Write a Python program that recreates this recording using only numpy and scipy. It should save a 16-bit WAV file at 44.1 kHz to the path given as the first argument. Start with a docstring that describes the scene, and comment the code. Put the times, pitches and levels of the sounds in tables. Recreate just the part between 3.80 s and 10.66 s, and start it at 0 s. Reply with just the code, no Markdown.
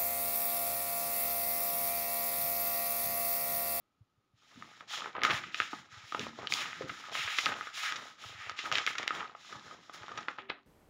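"""Leafing through a thick book

Pages are turned by hand, close to a small microphone in a quiet room. Sliding sheets hiss (shaped noise
and small grains), buckle with sharp snaps (short damped swings), flap over and land with soft thumps.
The block of pages rumbles, a faint low ring sounds late on, and soft steady noise is the air.
The microphone's housing rings most strongly near 1.25 kHz, which puts a thin tone under every rustle."""
import sys
import numpy as np
from scipy import signal
from scipy.fft import rfft, irfft, next_fast_len
from scipy.io import wavfile

SR = 44100
rng = np.random.default_rng(int(sys.argv[2]) if len(sys.argv) > 2 else 0)


def transcribe(signal):
    """Save signal, clipped to [-1, 1], as a 16-bit WAV file at the path in sys.argv[1]."""
    frames = np.atleast_2d(signal).T
    limited = np.clip(frames, -1, 1)
    pcm = np.round(limited * 32767).astype(np.int16)
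    wavfile.write(sys.argv[1], SR, pcm)


N = 302526   # length in samples


def from_db(db):
    """Turn decibels into a gain."""
    return 10 ** (np.asarray(db) / 20)


def rms_one(x):
    """Scale to rms 1."""
    return x / np.sqrt(np.mean(x ** 2) + 1e-20)


def energy_one(x):
    """Scale to energy 1 (the sum of the squares)."""
    return x / np.sqrt(np.sum(x ** 2) + 1e-20)


def add(out, start_s, sound):
    """Mix a sound in at its start time; drop what runs past the end."""
    at = round(start_s * SR)
    out[at:at + len(sound)] += sound[:max(N - at, 0)]


def passed(x, hz, kind, order=2):
    """Butterworth filter: keep the lows, the highs or a band."""
    sections = signal.butter(order, hz, kind, fs=SR, output="sos")
    return signal.sosfilt(sections, x)


def resonance(x, hz, width_hz):
    """Two-pole resonance with gain 1 at its peak."""
    r = np.exp(-np.pi * width_hz / SR)
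    zeros = np.array([1, 0, -1]) * (1 - r * r) / 2
    poles = [1, -2 * r * np.cos(2 * np.pi * hz / SR), r * r]
    return signal.lfilter(zeros, poles, x)


def gliding(x, hz, width_hz, size):
    """A resonance whose centre moves, stepped in blocks of a few samples; rms 1."""
    out, state = np.zeros(N), np.zeros(2)
    r = np.exp(-np.pi * width_hz / SR)
    x = np.diff(x, prepend=0)
    for i in range(0, N, size):
        poles = [1, -2 * r * np.cos(2 * np.pi * hz[i] / SR), r * r]
        out[i:i + size], state = signal.lfilter([1], poles, x[i:i + size], zi=state)
    return rms_one(out)


def coloured(x, spectrum):
    """Give a flat sound a spectrum, joined up between its points; rms 1."""
    size = next_fast_len(N)
    hz, db = np.transpose(spectrum)
    log_hz = np.log(np.fft.rfftfreq(size, 1 / SR) + 1)
    gain = from_db(np.interp(log_hz, np.log(hz), db))
    return rms_one(irfft(rfft(x, size) * gain, size)[:N])


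def drift(rate):
    """Smooth chance: straight lines between normal random points, `rate` points per second."""
    return np.interp(np.arange(N) / SR * rate, np.arange(N), rng.standard_normal(N))


def puff(hz, cycles):
    """A soft push of air: a few quickly damped swings, whose outline peaks at 1."""
    turns = np.arange(SR // 8) / SR * hz
    swell = turns / cycles
    return np.sin(2 * np.pi * turns) * swell * np.exp(1 - swell)


def still_air(level_db=-81):
    """Still air: steady noise that is strongest in the lows."""
    # spectrum of the air: [f/Hz, level/dB]
    air_spectrum = [(25, -2), (100, 2.5), (300, 1), (700, -3.5), (1500, -8.5), (3500, -9.5), (7000, -19),
                    (10000, -11), (15500, -17)]
    return from_db(level_db) * coloured(rng.standard_normal(N), air_spectrum)


def room(x, t60_s=0.23, top_hz=4340):
    """A small furnished room answers with a short, dull tail of decaying noise."""
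    t = np.arange(SR // 2) / SR
    # the first reflection takes 4 ms to arrive
    tail = rng.standard_normal(len(t)) * from_db(-60 * t / t60_s) * (t > .004)
    return signal.fftconvolve(x, energy_one(passed(tail, top_hz, "low")))[:N]


def low_ring(swell_s=0.014):
    """Something near the book rings on softly: sines that swell quickly and decay slowly."""
    # the rings, late in the scene: [t/s, starting level/dB, f/Hz, time to fall by 60 dB/s]
    rings = [(6.599, -53, 390, 0.62), (6.601, -62, 236, 0.82), (6.699, -59.5, 286, 0.45)]
    out, t = np.zeros(N), np.arange(SR) / SR
    for s, db, hz, t60_s in rings:
        swell = 1 - np.exp(-t / swell_s)
        add(out, s, swell * from_db(db - 60 * t / t60_s) * np.sin(2 * np.pi * hz * t))
    return out


def book_body(rumble_gain, rumble_db=-2, resting_db=-86, thump_db=-3):
    """The block of pages rumbles in the hands and is bumped by fingers and falling sheets."""
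    # spectrum of the rumble: [f/Hz, level/dB]
    rumble_spectrum = [(25, -32), (45, -9), (65, -13.5), (115, -2), (220, -2.5), (330, -4), (700, -41)]
    # soft bumps, before thump_db is added: [t/s, level/dB, f/Hz]
    thumps = [(0.207, -48.5, 107), (0.374, -62, 110), (0.535, -58, 112), (1.443, -37, 200),
              (1.504, -38, 159), (1.535, -36, 124), (1.803, -47.5, 106), (1.932, -35, 276),
              (2.124, -52, 111), (2.169, -48, 104), (2.236, -51, 112), (2.395, -46, 130),
              (2.722, -44.5, 182), (3.037, -38.5, 136), (3.096, -46, 127), (3.393, -48, 130),
              (3.444, -45.5, 99), (3.664, -48, 146), (3.694, -43, 115), (4.227, -49, 235),
              (4.453, -46.5, 104), (4.50, -52, 107), (4.545, -50, 104), (4.586, -52, 101),
              (4.664, -51, 105), (4.71, -55, 92), (4.918, -42, 143), (5.397, -51, 155), (5.758, -47, 123),
              (5.87, -50, 149), (6.209, -49, 109), (6.695, -44.5, 176)]
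    gain = rumble_gain * from_db(rumble_db) + from_db(resting_db)
    out = gain * coloured(rng.standard_normal(N), rumble_spectrum)
    for s, db, hz in thumps:
        add(out, s, from_db(db + thump_db) * puff(hz, cycles=0.65))
    return out


def flapping(uneven=0.037, uneven_db=5.0, level_db=-3):
    """A loose sheet whips to and fro: a row of puffs, on the whole weaker and weaker."""
    # sheets swinging over, before level_db is added:
    # [t/s, level/dB, f/Hz, flap rate/Hz, dying time/s]
    flaps = [(0.773, -51.5, 228, 84, 0.056), (2.390, -33.5, 414, 137, 0.0079),
             (2.403, -34.5, 228, 76, 0.062), (3.009, -28.5, 480, 130, 0.022),
             (3.028, -38.5, 303, 87, 0.056)]
    out = np.zeros(N)
    for s, db, hz, per_s, dying_s in flaps:
        for k, (late, strong) in enumerate(rng.standard_normal(size=(14, 2))):
            after_s = max(k + uneven * late, 0) / per_s
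            gain = from_db(db + level_db + uneven_db * strong) * np.exp(-after_s / dying_s)
            add(out, s + after_s, gain * puff(hz, cycles=0.82))
    return out


def crinkles(friction_gain, hollow_gain, per_s=130, size_db=4, level_db=-3, uneven_db=4, count=12):
    """Tiny creases give way at random under the sliding sheet, each at one of a dozen pitches."""
    born = rng.random(N) < per_s * from_db(uneven_db * drift(14)) / SR
    sizes = from_db(size_db * np.minimum(rng.exponential(1, N), 2.5))
    clicks = born * sizes * rng.choice([-1, 1], N)
    pitch_number = rng.integers(0, count, N)
    ticks = np.zeros(N)
    for k, hz in enumerate(np.geomspace(700, 3800, count)):
        swing = resonance(clicks * (pitch_number == k) + 1e-18, hz, 0.27 * hz)
        # a crease takes time to fold, so it holds little above its own pitch
        ticks += energy_one(passed(swing, 1.55 * hz, "low", order=4))
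    # a bent sheet creases more than a flat one
    return from_db(level_db) * np.sqrt(friction_gain * hollow_gain) * rms_one(ticks)


def snaps(crumple_db=-21, damping=0.48, spread_s=.00035, split_db=-11, split_growth=1.04, hard_db=-31):
    """A buckle pops through: one short swing of the sheet, a crack, a dull body and a brief crumple."""
    # paper buckling: [t/s, level over 5 ms/dB, f/Hz, crack against swing/dB, crumple time/s]
    buckles = [(0.824, -45.5, 1320, -21, 0.0013), (1.008, -47, 1460, -27, 0.0008),
               (1.259, -40.5, 1110, -17, .002), (1.352, -39, 1020, -34, 0.0039),
               (1.364, -44, 1540, -36, 0.0066), (1.392, -45, 1640, -28, 0.0027),
               (1.418, -34, 1820, -30, 0.0011), (1.435, -25.5, 2240, -6, 0.0014),
               (1.45, -25, 1480, -9, 0.0021), (1.5, -26.5, 1470, -32, .008), (1.507, -28, 2500, -21, .005),
               (1.514, -32, 2240, -13, 0.0042), (1.638, -39.5, 1820, -32, 0.0051),
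               (1.745, -31, 2530, -15, 0.0017), (1.8018, -24.5, 1750, -23, 0.00099),
               (1.82, -35, 1940, -22, .001), (1.931, -38, 880, -25, 0.0065),
               (2.323, -39, 1100, -11, 0.0022), (2.3475, -32, 960, -18, 0.0017),
               (2.3944, -34.5, 2580, 1, 0.0018), (2.413, -43.5, 2470, -8, .002),
               (2.6719, -32, 3200, -13.5, 0.0013), (2.723, -26, 2330, -9, 0.0015),
               (2.738, -26.5, 3370, 7, 0.00063), (2.858, -39.5, 2000, -16, 0.0022),
               (2.93, -39, 1690, -28, 0.0025), (3.021, -44, 1580, -9, 0.0034),
               (3.095, -36, 1670, -24, 0.0048), (3.353, -34, 1630, -23, 0.00066),
               (3.477, -32.5, 1830, -26, 0.0054), (3.586, -23.5, 2080, -11, 0.0042),
               (3.659, -26, 3130, -8, 0.00095), (3.6643, -29.5, 1580, -20, 0.0027),
               (3.721, -36, 1420, -31, 0.0038), (3.81, -38, 1290, -32, .001),
               (3.871, -41, 1340, -16, 0.0025), (4.123, -33, 1770, -8, 0.0019),
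               (4.159, -36.5, 1750, -1, 0.0069), (4.696, -37, 1410, -6, 0.00092),
               (4.79, -32.5, 2230, -11, .004), (4.8559, -41, 1440, -24, 0.0012),
               (4.916, -31, 1620, -13, .002), (4.925, -29, 2370, -4, 0.0014),
               (4.9545, -25.5, 3100, -15, 0.0025), (4.974, -34, 2420, -3, .0014),
               (4.9835, -29.5, 2720, -9, .0016), (5.065, -28, 2350, -5, 0.0016),
               (5.075, -27, 1830, -23, 0.0029), (5.154, -38.5, 1790, -14, 0.0037),
               (5.183, -31.5, 2140, -2.5, 0.004), (5.23, -37, 1950, -8, 0.0015),
               (5.278, -26.5, 2160, -8, 0.0011), (5.307, -33, 1210, -33, 0.0004),
               (5.35, -41.5, 2380, -5, 0.0037), (5.406, -40, 1480, -30, .0017),
               (5.55, -46.5, 870, -33, .003), (5.726, -44.5, 1360, -8, 0.0038),
               (5.911, -51, 1150, -19, .0016), (6.0964, -46.5, 830, -29, 0.0025),
               (6.233, -47.5, 1410, -16, 0.0018), (6.282, -45.5, 1000, -8, .0016),
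               (6.291, -47.5, 1310, -19, 0.0033), (6.318, -47, 1260, -13, .003),
               (6.376, -37.5, 1740, -5, .005), (6.3876, -42.5, 1190, -19, .001),
               (6.407, -52, 1260, 3, 0.0056), (6.4842, -31, 1390, -32, 0.0022),
               (6.586, -41.5, 1510, -29, 0.0036), (6.698, -39.5, 3310, -25, 0.0025),
               (6.701, -33.5, 2320, -32, 0.0038)]
    out, t = np.zeros(N), np.arange(SR // 12) / SR
    for s, db, hz, crack_db, crumple_s in buckles:
        # wide, low buckles move more of the sheet and sound fuller: 12.5 dB less body per octave up
        body_db = -14 - 12.5 * np.log2(hz / 1700)
        age = t / (crumple_s / 2)
        crumple = rng.standard_normal(len(t)) * age * np.exp(1 - age)
        push = (t == 0) + from_db(crumple_db) * crumple
        swing = passed(resonance(push, hz, damping * hz), 3680, "low", order=4)
        swing = energy_one(passed(swing, 310, "high"))
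        # the crack runs along the crease for a fraction of a millisecond
        run = push + 0.5 * np.roll(push, round(spread_s * SR))
        run -= 0.5 * np.roll(push, round(np.e * spread_s * SR))
        crack = passed(resonance(run, 3440, 1600), 4030, "high", order=4)
        crack = energy_one(passed(crack, 7400, "low", order=4))
        body = energy_one(passed(push, [260, 950], "band"))
        # cracks weaker than hard_db lose their highest part fastest
        split_gain = from_db(split_db + split_growth * min(db + crack_db - hard_db, 0))
        split = split_gain * energy_one(passed(push, 5400, "high"))
        pop = energy_one(swing + from_db(crack_db) * crack + from_db(body_db) * body + split)
        add(out, s, from_db(db) * np.sqrt(SR * .005) * pop)
    return out


def stroke(age, rise_s, hold_s, fade_db_per_s):
    """Gain of one movement of the hand: it swells, holds and dies away."""
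    fading_s = np.maximum(age - rise_s - hold_s, 0)
    return np.clip(age / rise_s, 0, 1) * from_db(-fade_db_per_s * fading_s)


def leafing(size=32):
    """All movements add up in power, giving gains of friction, edge, sizzle, hollow, rumble; gap pitch."""
    # a sheet slides over its neighbour: [t/s, rise/s, hold/s, friction/dB,
    # edge hiss against friction/dB, sizzle against friction/dB, starting f of the air gap/Hz]
    slides = [(0.538, 0.26, 0.2, -62.5, 0.5, -1.5, 2320), (1.073, 0.058, 0.037, -38.5, -4, -10.5, 3820),
              (1.232, .02, 0.018, -51.5, -16, -15, 1500), (1.43, 0.012, 0.017, -32.5, -9.5, -17, 1700),
              (1.496, .008, 0.013, -36.5, -11, -13, 1790), (1.515, 0.024, 0.024, -39, -6.5, -7.5, 2200),
              (1.624, 0.021, 0.027, -49, -9, -24, 1910), (1.71, 0.073, 0.066, -44.5, -3.5, -11, 2650),
              (1.885, .03, 0.068, -55, -1, -7, 1700), (2.086, 0.04, 0.1, -56, -2.5, -16, 1810),
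              (2.214, 0.082, 0.086, -56, 0.5, -3, 2630), (2.388, 0.022, 0.025, -45, -3.5, -9, 2340),
              (2.473, 0.11, 0.12, -59.5, 1, -14, 1700), (2.687, 0.033, 0.033, -46.5, 4.5, 4.5, 3800),
              (2.737, 0.049, 0.045, -39.5, -5, -7, 2530), (2.85, 0.023, 0.15, -51.5, -4, -13, 1700),
              (3.065, 0.02, 0.19, -52.5, -2, -7.5, 2300), (3.312, .04, 0.085, -36.5, -6.5, -8, 3040),
              (3.437, 0.075, 0.036, -39, -6.5, -8.5, 2560), (3.537, 0.044, 0.067, -43, 2, -5, 3100),
              (3.653, 0.019, 0.018, -39.5, -14, -11, 1600), (3.738, 0.04, 0.098, -49.5, -4.5, -10, 1610),
              (3.924, 0.046, 0.087, -41, -3, -4, 2800), (4.018, 0.051, 0.021, -37.5, -6, -10, 2080),
              (4.147, .02, .12, -55.5, -0.5, -6, 1700), (4.368, 0.071, 0.068, -50, -3.5, -7, 2650),
              (4.53, 0.072, 0.094, -48, -8.5, -18, 2030), (4.759, 0.031, .02, -42, -4.5, -25, 2330),
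              (4.836, 0.019, .01, -47, -3, -6, 2210), (4.912, 0.031, 0.037, -35.5, -5, -32, 2280),
              (5.061, 0.015, 0.021, -39.5, -6, -12, 2000), (5.168, 0.02, 0.027, -43.5, -8, -26, 2010),
              (5.266, .02, 0.12, -47, -7.5, -23, 1580), (5.329, 0.019, 0.0084, -52, -1.5, -4, 2000),
              (5.542, 0.13, 0.082, -57, 2, -8, 2100), (5.768, 0.11, 0.047, -58.5, 0.5, -10, 1450),
              (5.976, 0.056, 0.089, -67, 2, -10, 1510), (6.122, 0.018, 0.0092, -52.5, -0.5, -3, 1590),
              (6.157, 0.022, .16, -58.5, -2, -19, 2420), (6.35, 0.027, 0.036, -52.5, -7, -23, 1500),
              (6.472, 0.014, .02, -54.5, -7.5, -24, 1400), (6.578, 0.011, 0.011, -51, -22, -36, 2500),
              (6.685, 0.0091, 0.0085, -47.5, -35, -38, 2230)]
    # a bunch of sheets is bent over or settles: [t/s, length/s, hollow rub/dB, rumble/dB]
    bends = [(0.722, 0.12, -67, -60), (1.0, 0.02, -60, -84), (1.129, 0.15, -51.5, -66),
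             (1.328, 0.1, -46, -61.5), (1.393, 0.13, -41.5, -48.5), (1.563, .12, -63.5, -57.5),
             (1.75, 0.099, -60.5, -65), (1.92, 0.071, -65.5, -57.5), (2.312, 0.18, -54, -55.5),
             (2.567, 0.078, -47.5, -57), (2.69, 0.037, -50.5, -53), (2.764, 0.12, -53.5, -57.5),
             (2.924, 0.2, -61, -57.5), (3.145, .1, -63.5, -65), (3.262, 0.14, -54.5, -64),
             (3.628, 0.097, -44.5, -54), (3.733, 0.075, -58, -61), (4.06, .18, -55, -66),
             (4.384, 0.16, -65, -85), (4.617, 0.11, -60, -82), (4.825, 0.064, -50, -65),
             (4.901, 0.072, -43, -56), (5.065, 0.071, -62, -61), (5.17, 0.064, -49.5, -67),
             (5.297, 0.13, -47.5, -59), (5.692, 0.095, -55.5, -61), (5.83, 0.11, -56.5, -62.5),
             (5.96, .05, -68, -70), (6.11, 0.14, -58, -71), (6.259, 0.15, -52, -59),
             (6.482, 0.028, -56, -70), (6.575, 0.025, -55, -81), (6.691, 0.012, -50, -71)]
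    slide_fade_db_per_s = 124   # a sheet that is let go runs out at least this fast
    flick_fade_db = 3   # extra fade per length of the stroke: short flicks stop sooner
    edge_fade_db_per_s, sizzle_fade_db_per_s = 6, 22   # the cut edge lifts clear first: slides dull
    edge_power, sizzle_power = 0.94, 1.46   # how edge hiss and sizzle grow with speed; friction has 1
    gap_open_hz, gap_opens_s = 1450, 0.27   # the hiss moves to this pitch as the gap widens
    bend_swell, bend_fade_db_per_s = 0.36, 216   # share of a bend spent swelling; fade after its length
    bend_friction_db = -6   # bent sheets also rub face to face, against the hollow rub

    t = np.arange(0, N, size) / SR
    # the hands never hold the book quite still, so it rubs and rumbles faintly nearly all along
    held = stroke(t - 0.57, rise_s=0.2, hold_s=5.9, fade_db_per_s=bend_fade_db_per_s)
    hollow = (held * from_db(-71)) ** 2
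    rumble = (held * from_db(-76)) ** 2
    friction, edge, sizzle, lift = np.zeros((4, len(t)))
    for s, rise_s, hold_s, db, edge_db, sizzle_db, hz in slides:
        age = np.maximum(t - s, 0)
        fade_db_per_s = slide_fade_db_per_s + flick_fade_db / (rise_s + hold_s)
        speed = stroke(age, rise_s, hold_s, fade_db_per_s)
        power = (speed * from_db(db)) ** 2
        friction += power
        edge += (speed ** edge_power * from_db(db + edge_db - edge_fade_db_per_s * age)) ** 2
        sizzle += (speed ** sizzle_power * from_db(db + sizzle_db - sizzle_fade_db_per_s * age)) ** 2
        opening = np.exp(-np.maximum(age - rise_s, 0) / gap_opens_s)
        lift += power * (hz - gap_open_hz) * opening
    for s, length_s, hollow_db, rumble_db in bends:
        bend = stroke(t - s, bend_swell * length_s, (1 - bend_swell) * length_s, bend_fade_db_per_s)
        hollow += (bend * from_db(hollow_db)) ** 2
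        friction += (bend * from_db(hollow_db + bend_friction_db)) ** 2
        rumble += (bend * from_db(rumble_db)) ** 2
    # an average weighted by power: the loudest movement counts most
    gap_hz = gap_open_hz + lift / (friction + 1e-20)
    controls = [*np.sqrt([friction, edge, sizzle, hollow, rumble]), gap_hz]
    return [np.interp(np.arange(N) / SR, t, control) for control in controls]


def rubbing(grip, catches_per_s, size_db, grain_db, uneven_db):
    """Countless fibres slip as a smooth hiss; a few catch and let go as separate grains."""
    caught = rng.random(N) < catches_per_s * from_db(grip) / SR
    sizes = from_db(size_db * np.minimum(rng.exponential(1, N), 4)) * rng.choice([-1, 1], N)
    grains = from_db(grain_db) * rms_one(caught * sizes)
    return (rng.standard_normal(N) + grains) * from_db(uneven_db * grip / 2)


def sliding(friction_gain, edge_gain, sizzle_gain, hollow_gain, gap_hz, gap_db=3):
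    """One uneven grip drives the faces, the edge and the hollow of the moving sheet."""
    # spectra of the rubbing faces, cut edge, top sizzle and hollow rub: [f/Hz, level/dB]
    friction_spectrum = [(400, -24), (750, -3.5), (1100, -4.5), (1700, 4), (2500, 0.5), (3400, -0.5),
                         (4500, -14), (7000, -39), (16000, -50)]
    edge_spectrum = [(1800, -47), (3000, 4), (3800, 6.5), (4500, -1), (5400, 3), (6200, -3), (7300, -4),
                     (8100, -10), (16000, -30.5)]
    sizzle_spectrum = [(6000, -23), (8500, 0), (11000, 3), (12300, -4), (13600, -14), (14600, 2.5),
                       (15600, 0)]
    hollow_spectrum = [(100, -11), (220, -6), (400, 0), (800, -0.5), (1100, -4.5), (1600, -30), (3000, -67)]
    grip = 2 * drift(90)
    faces = rubbing(grip, catches_per_s=400, size_db=4.0, grain_db=-2.5, uneven_db=4.0)
    # the air gap under the sheet colours the hiss, and trembles as the sheet does
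    trembling_hz = gap_hz * from_db(1.2 * drift(35))
    gap = gliding(rng.standard_normal(N), trembling_hz, width_hz=1250, size=128)
    edge = rubbing(grip, catches_per_s=1300, size_db=5.5, grain_db=-13.0, uneven_db=1.2)
    hollow = rubbing(grip, catches_per_s=220, size_db=7.5, grain_db=-2.0, uneven_db=3.0)
    out = friction_gain * from_db(-1.0) * coloured(faces + from_db(gap_db) * gap, friction_spectrum)
    out += edge_gain * coloured(edge, edge_spectrum)
    out += sizzle_gain * coloured(edge, sizzle_spectrum)
    out += hollow_gain * from_db(-2.6) * coloured(hollow, hollow_spectrum)
    return out


def scene(room_db=-16.5):
    """Paper and book in the room, over still air."""
    friction, edge, sizzle, hollow, rumble, gap_hz = leafing()
    hits = snaps() + flapping() + crinkles(friction, hollow)
    paper = sliding(friction, edge, sizzle, hollow, gap_hz) + hits
    # only the hits are given an echo
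    book = paper + from_db(room_db) * room(hits) + book_body(rumble) + low_ring()
    # so small a source radiates hardly any deep bass
    return (passed(book, 56, "high", order=3) + still_air())[None]


def record(dry, knee_hz=7500, top_db=-12, cutoff_hz=15650):
    """The microphone's housing rings, the treble above the knee is weak, and the very top is cut."""
    # resonances of the housing: [f/Hz, width/Hz, gain against the direct sound/dB]
    housing = [(842, 37, -6), (1020, 110, -13), (1251, 95, 7), (1260, 59, 4.5), (6710, 210, -4.5)]
    x = dry + sum(from_db(db) * resonance(dry, hz, width_hz) for hz, width_hz, db in housing)
    # all of the lows, plus a quiet share of the treble
    lows = signal.firwin(129, knee_hz, fs=SR) * (1 - from_db(top_db))
    x = signal.fftconvolve(x, lows[None], "same") + from_db(top_db) * x
    steep_cut = signal.ellip(10, .1, 70, cutoff_hz, fs=SR, output="sos")
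    return signal.sosfilt(steep_cut, x)


dry = scene()
out = record(dry)
transcribe(out)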